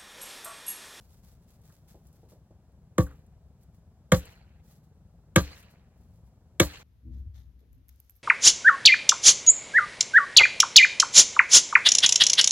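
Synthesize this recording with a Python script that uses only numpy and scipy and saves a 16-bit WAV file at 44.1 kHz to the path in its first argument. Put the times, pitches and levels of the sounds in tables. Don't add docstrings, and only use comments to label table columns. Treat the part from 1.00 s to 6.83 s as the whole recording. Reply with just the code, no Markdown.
import sys
import numpy as np
from scipy import signal
from scipy.fft import rfft, irfft, next_fast_len
from scipy.io import wavfile
from scipy.ndimage import map_coordinates

SR = 44100
rng = np.random.default_rng(int(sys.argv[2]) if len(sys.argv) > 2 else 0)


def materialize(psi):
    bounded = np.clip(np.atleast_2d(psi).T, -1, 1)
    quanta = np.round(bounded * 32767).astype(np.int16)
    wavfile.write(sys.argv[1], SR, quanta)


N = 257103
TIME = np.arange(N) / SR

# frequency in Hz, density in dB per Hz.
AIR_SPECTRUM = [(1500, -0.5), (2000, -6), (4000, -7), (8000, -7), (16000, -11.5)]
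# frequency in Hz, density in dB per Hz.
RUMBLE_SPECTRUM = [(15, -49.5), (25, -25), (35, -8.5), (49, -2.5), (66, 1.5), (124, -5.5), (160, -3.5),
                   (238, -15), (273, -21.5), (500, -23.5), (750, -26), (900, -30.5), (1150, -36),
                   (2500, -54), (3250, -72.5), (5500, -120)]
RUMBLE_DB, ENGINE_LEFT_DB = -56, 0.6

# start in seconds, length in seconds, level in dB.
SCUFFS = [(-0.02, 0.2, -68.5), (0.222, 0.11, -67), (0.463, 0.082, -70), (0.628, 0.073, -67),
          (0.707, 0.058, -69.5), (0.867, 0.066, -64), (1.035, 0.035, -74), (1.116, 0.046, -74),
          (1.28, 0.043, -66), (2.595, 0.04, -75.5), (2.726, 0.032, -75), (3.285, 0.044, -67.5),
          (3.625, 0.04, -72), (3.67, 0.083, -68), (3.823, 0.023, -74), (4.536, 0.072, -62),
          (4.686, 0.029, -70), (4.948, 0.25, -78.5), (5.235, 0.037, -79)]
# frequency in Hz, density in dB per Hz.
GRASS_SPECTRUM = [(400, 0), (1200, -1), (2500, -6), (4500, -2), (8000, -1), (11500, 0), (15500, -1)]
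SCUFF_RISE_S, SCUFF_T60_S, SCUFF_HOLD_SHARE = 0.014, 0.194, 0.99
WALK_END_S, WALK_DB, WALK_T60_S = 1.25, -79.5, 0.42
# start in seconds, level in dB.
STEPS = [(0.945, -46), (1.232, -48.5), (1.32, -44), (1.508, -49), (4.735, -52)]
# frequency in Hz, density in dB per Hz.
STEP_SPECTRUM = [(150, 16), (450, 19), (800, 12.5), (1600, -14), (4000, -13)]
# start in seconds, level in dB.
SNAPS = [(.616, -55.5), (.884, -56), (1.069, -48.5), (1.128, -53), (1.72, -67), (2.0637, -47), (2.263, -58),
         (2.632, -55.5), (3.254, -38.5), (4.627, -50)]
# frequency in Hz, density in dB per Hz.
SNAP_SPECTRUM = [(3000, -11), (5000, -2), (7500, 8), (11500, 4), (15500, -1)]
# start in seconds, level in dB.
TAPS = [(0.693, -60), (2.065, -49), (2.106, -54.5), (4.733, -66)]
# frequency in Hz, density in dB per Hz.
TAP_SPECTRUM = [(900, 13), (1300, 25), (1900, 19), (3000, -51), (6000, 0)]

# frequency in Hz, density in dB per Hz.
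DULL_ECHO_SPECTRUM = [(50, 20.5), (80, 19), (170, 6.5), (250, 1), (430, 2), (515, 6.5), (600, -8.5),
                      (1000, -8), (1600, -13.5)]
# frequency in Hz, density in dB per Hz.
ECHO_SPECTRUM = [(700, -2.5), (1200, -5.5), (1650, -1), (2100, -3.5), (2700, -2), (3500, -8), (4250, -1.5),
                 (5000, -9), (6500, -8), (9000, -15.5), (16000, -22)]
# frequency in Hz, density in dB per Hz.
STRAW_SPECTRUM = [(2000, -16.5), (5000, -1.5), (7500, 9), (9500, -2.5), (11500, 8), (13500, 2.5),
                  (15500, 5.5)]
# frequency in Hz, density in dB per Hz.
CLATTER_SPECTRUM = [(450, 5.5), (650, 3.5), (900, -8), (1200, -4), (1750, -2), (2500, -13), (3400, -5.5),
                    (4300, -9), (5200, -10.5), (6500, -5.5), (9500, -23.5), (16000, -26.5)]
# frequency in Hz, density in dB per Hz.
CRACK_SPECTRUM = [(500, -3), (1200, -0.5), (2200, -6.5), (3400, -3.5), (4700, -17), (7500, 2.5),
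                  (9500, -12), (11500, -8.5), (16000, -16)]

# start in seconds, then the levels of thud, body, knock, ring, clang, crack,
# straw and echo in dB, pitch factor, ring length factor, bite centre in Hz, bite boost in dB.
BLOWS = [(1.9805, 2, 0, -6, -7.5, -21.5, -16, -5, -15, 0.96, 1.02, 1860, 8.5),
         (3.1187, 5.5, -7, 0.5, -3, -5, -8, 2, 1, 0.97, 0.95, 1860, 5),
         (4.3591, 4.5, 0, -5.5, -2, 2, -2, -0.5, 4.5, 0.99, 0.93, 1600, 4.5),
         (5.5983, -0.5, 4.5, -5, -9, 5.5, -1, 4.5, 7, 1.0, 0.83, 6400, 9)]
REGISTERS_HZ = [80, 180, 340, 520, 1200, 2600]
# frequency in Hz, level in dB, decay by 60 dB in seconds.
MODES = [(53, -23, 0.21), (70, -17, 0.24), (106.5, -9, 0.11), (120.8, -16, 0.13), (160.7, -16, .09),
         (181.3, -10, 0.1), (203.2, -15.5, 0.076), (294, -28.5, 0.27), (340.4, -10.5, 0.083),
         (379, -18, 0.06), (430.5, -15, 0.045), (530.2, -10, .12), (575, -19.5, 0.12), (707, -24, 0.1),
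         (814, -29.5, 0.12), (990, -26.5, 0.11), (1168, -16, 0.09), (1219.4, -19.5, 0.094),
         (1456, -30.5, 0.064), (1604.5, -17, 0.049), (1860, -23, 0.067), (1667, -20, 0.057),
         (2225, -14, 0.049), (2620, -28.5, 0.059), (3310, -17, 0.027), (3490, -21, 0.033),
         (3730, -34, 0.11), (4180, -34.5, .15), (4220, -38, 0.22), (6300, -35, 0.078), (6700, -35, 0.06),
         (10900, -41.5, .1), (11300, -37, 0.11)]
BITE_WIDTH_OCTAVES = 0.12
# delay after the blow in seconds, level in dB, lowest and highest frequency rung again in Hz.
JUDDER = [(.0042, -9.5, 852, 2002), (0.0206, -11.5, 925, 1723), (0.044, -24, 45, 190)]

# centre in Hz, width in Hz.
TREBLE_DIPS = [(9500, 1600), (13400, 1400)]
LEFT_LAG_S, CUTOFF_HZ = 0.000082, 16300


def from_db(db):
    return 10 ** (np.asarray(db) / 20)


def rms_one(x):
    return x / np.sqrt(np.mean(x ** 2) + 1e-20)


def split_filter(x, hz, kind="low"):
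    return signal.sosfilt(signal.butter(2, hz, kind, fs=SR, output="sos"), x)


def coloured(spectrum, source=None):
    if source is None:
        source = rng.standard_normal(N)
    hz, db = np.transpose(spectrum)
    size = next_fast_len(N)
    f = np.maximum(np.fft.rfftfreq(size, 1 / SR), 1)
    ends = 1 / np.sqrt((1 + (hz[0] / f / 2) ** 8) * (1 + (f / hz[-1] / 2) ** 8))
    gain = from_db(np.interp(np.log(f), np.log(hz), db))
    return rms_one(irfft(rfft(source, size) * ends * gain, size)[:N])


def burst(start, rise, t60, hold=0):
    out = np.zeros(N)
    heard = (TIME > start) & (TIME < start + hold + 2 * t60)
    age = TIME[heard] - start
    swell = 1 - np.exp(-(age / rise) ** 2)
    out[heard] = swell * from_db(-60 * np.maximum(age - hold, 0) / t60)
    return out


def grains(per_s, spread_db):
    present = rng.random(N) < per_s / SR
    size = rng.standard_normal(N)
    return present * size * from_db(spread_db * np.minimum(rng.exponential(1, N), 4))


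def at_ports(x, left_lag_s):
    left = map_coordinates(x, [np.arange(N) - left_lag_s * SR], order=3)
    return np.array([left, x])


def scattered(spectrum, apart, per_s=None):
    def draw():
        return coloured(spectrum, grains(per_s, spread_db=1.0) if per_s else None)
    straight = at_ports(draw(), LEFT_LAG_S)
    unrelated = np.array([draw(), draw()])
    return (straight + apart * unrelated) / np.hypot(1, apart)


def flutter(depth_db, rate_hz):
    knots = rng.standard_normal(400)
    return from_db(depth_db * np.interp(TIME * rate_hz, np.arange(len(knots)), knots))


def patchy(x, depth_db, rate_hz):
    size = next_fast_len(N)
    spectrum = rfft(x, size)
    f = np.maximum(np.fft.rfftfreq(size, 1 / SR), 1)
    band = np.clip(3 * np.log2(f / 1000), 0, 11).astype(int)
    out = 0
    for k in np.unique(band):
        out = out + irfft(spectrum * (band == k), size)[:, :N] * flutter(depth_db, rate_hz)
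    return out


def faint_air(air_db=-78.0):
    return from_db(air_db) * scattered(AIR_SPECTRUM, apart=1.0)


def engine(firing_hz=22, throb=0.28):
    sides = from_db(ENGINE_LEFT_DB * np.array([[1], [-1]]))
    throbbing = 1 + throb * np.sin(2 * np.pi * firing_hz * TIME)
    return sides * from_db(RUMBLE_DB) * coloured(RUMBLE_SPECTRUM) * throbbing


def boots(grass_db=3, step_db=-8, snap_db=-8):
    level = sum(from_db(db) * burst(s, SCUFF_RISE_S, SCUFF_T60_S, SCUFF_HOLD_SHARE * length)
                for s, length, db in SCUFFS)
    walk = from_db(WALK_DB) * burst(0, SCUFF_RISE_S, WALK_T60_S, WALK_END_S)
    level = np.hypot(level, walk)
    crackle = scattered(GRASS_SPECTRUM, apart=1.0, per_s=1800) * flutter(depth_db=2, rate_hz=55)
    heel_level = sum(from_db(db + step_db) * burst(s - .003, rise=0.0018, t60=0.19) for s, db in STEPS)
    snap_level = sum(from_db(db + snap_db) * burst(s, rise=0.00015, t60=0.04) for s, db in SNAPS)
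    heels = coloured(STEP_SPECTRUM) * heel_level
    snaps = coloured(SNAP_SPECTRUM) * snap_level
    return from_db(grass_db) * level * crackle + at_ports(heels + snaps, LEFT_LAG_S)


def taps(tap_db=-2):
    level = sum(from_db(db + tap_db) * burst(s, rise=0.0016, t60=0.11) for s, db in TAPS)
    return at_ports(coloured(TAP_SPECTRUM) * level, LEFT_LAG_S)


def field_echo(dull_db=-50, middle_db=-56, high_db=-56, split_hz=3000, treble_growth=1.0):
    dull = scattered(DULL_ECHO_SPECTRUM, apart=0.17)
    wash = patchy(scattered(ECHO_SPECTRUM, apart=1.0, per_s=2200), depth_db=3.2, rate_hz=50)
    middle = split_filter(wash, split_hz)
    high = split_filter(-wash, split_hz, "high")
    out = 0
    for s, thud, body, knock, ring, clang, sharp, shaken, echo_db, *_ in BLOWS:
        bright_db = high_db + echo_db + treble_growth * sharp
        out = out + from_db(dull_db) * dull * burst(s, rise=0.02, t60=0.45, hold=0.12)
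        out = out + from_db(middle_db + echo_db) * middle * burst(s, rise=0.019, t60=1.0, hold=0.12)
        out = out + from_db(bright_db) * high * burst(s, rise=0.0078, t60=0.35, hold=0.16)
    return out


def settling_straw(settle_db=-68, stalks_per_s=500):
    ticks = scattered(STRAW_SPECTRUM, apart=.6, per_s=stalks_per_s)
    return ticks * sum(from_db(settle_db + shaken) * burst(s, rise=.03, t60=0.36, hold=0.19)
                       for s, thud, body, knock, ring, clang, sharp, shaken, *_ in BLOWS)


def ringing(start, register_db, pitch, length, bite_hz, bite_db, travel_s=0.05):
    out, first = np.zeros(N), int(start * SR)
    t = TIME[:min(N - first, SR // 3)]
    for hz, db, t60 in MODES:
        age = np.maximum(t - travel_s / np.sqrt(hz), 0)
        level = db + np.interp(np.log(hz), np.log(REGISTERS_HZ), register_db)
        level += .5 * rng.standard_normal()
        level += bite_db * np.exp(-(np.log2(hz / bite_hz) / BITE_WIDTH_OCTAVES) ** 2)
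        swell = 1 - np.exp(-(age * hz / .7) ** 2)
        decay = from_db(level - 60 * age / (t60 * length))
        out[first:first + len(t)] += swell * decay * np.sin(2 * np.pi * hz * pitch * age)
    return out


def judder(rings):
    out = 0
    for delay, db, low, high in JUDDER:
        again = split_filter(rings, [low, high], "band")
        out = out + from_db(db) * np.interp(TIME - delay, TIME, again)
    return out


def blows(crack_db=-7.0, clatter_db=-27.0, straw_db=-41.5, hollow_hz=245):
    crack = scattered(CRACK_SPECTRUM, apart=.5)
    clatter = scattered(CLATTER_SPECTRUM, apart=.4, per_s=3000)
    straw = scattered(STRAW_SPECTRUM, apart=.6, per_s=4000) * flutter(depth_db=2, rate_hz=60)
    rings, noise = np.zeros(N), np.zeros((2, N))
    for (s, thud, body, knock, ring, clang, sharp, shaken, echo_db,
         pitch, length, bite_hz, bite_db) in BLOWS:
        register_db = [0, thud, body, knock, ring, clang]
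        rings += ringing(s, register_db, pitch, length, bite_hz, bite_db)
        noise += from_db(crack_db + sharp) * crack * burst(s - .0003, rise=0.002, t60=0.022, hold=0.0021)
        clatter_level = from_db(clatter_db + (ring + clang) / 2)
        noise += clatter_level * clatter * burst(s - .002, rise=0.0027, t60=0.08, hold=0.033)
        noise += from_db(straw_db + shaken) * straw * burst(s, rise=0.0033, t60=0.13, hold=0.058)
    hollow = signal.iirnotch(hollow_hz, 3.5, fs=SR)
    knocks = signal.lfilter(*hollow, rings + judder(rings))
    return at_ports(knocks, LEFT_LAG_S) + noise


def scene():
    background = faint_air() + engine()
    return background + boots() + taps() + field_echo() + settling_straw() + blows()


def record(dry):
    lean = .16 * split_filter(dry, 130) * [[1], [-1]]
    heard = signal.sosfilt(signal.butter(3, 40, "high", fs=SR, output="sos"), dry + lean)
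    for hz, width in TREBLE_DIPS:
        heard = signal.lfilter(*signal.iirnotch(hz, hz / width, fs=SR), heard)
    rounded = 1.2 * np.tanh(heard / 1.2)
    return signal.sosfilt(signal.ellip(10, .2, 80, CUTOFF_HZ, fs=SR, output="sos"), rounded)


dry = scene()
out = record(dry)
materialize(out)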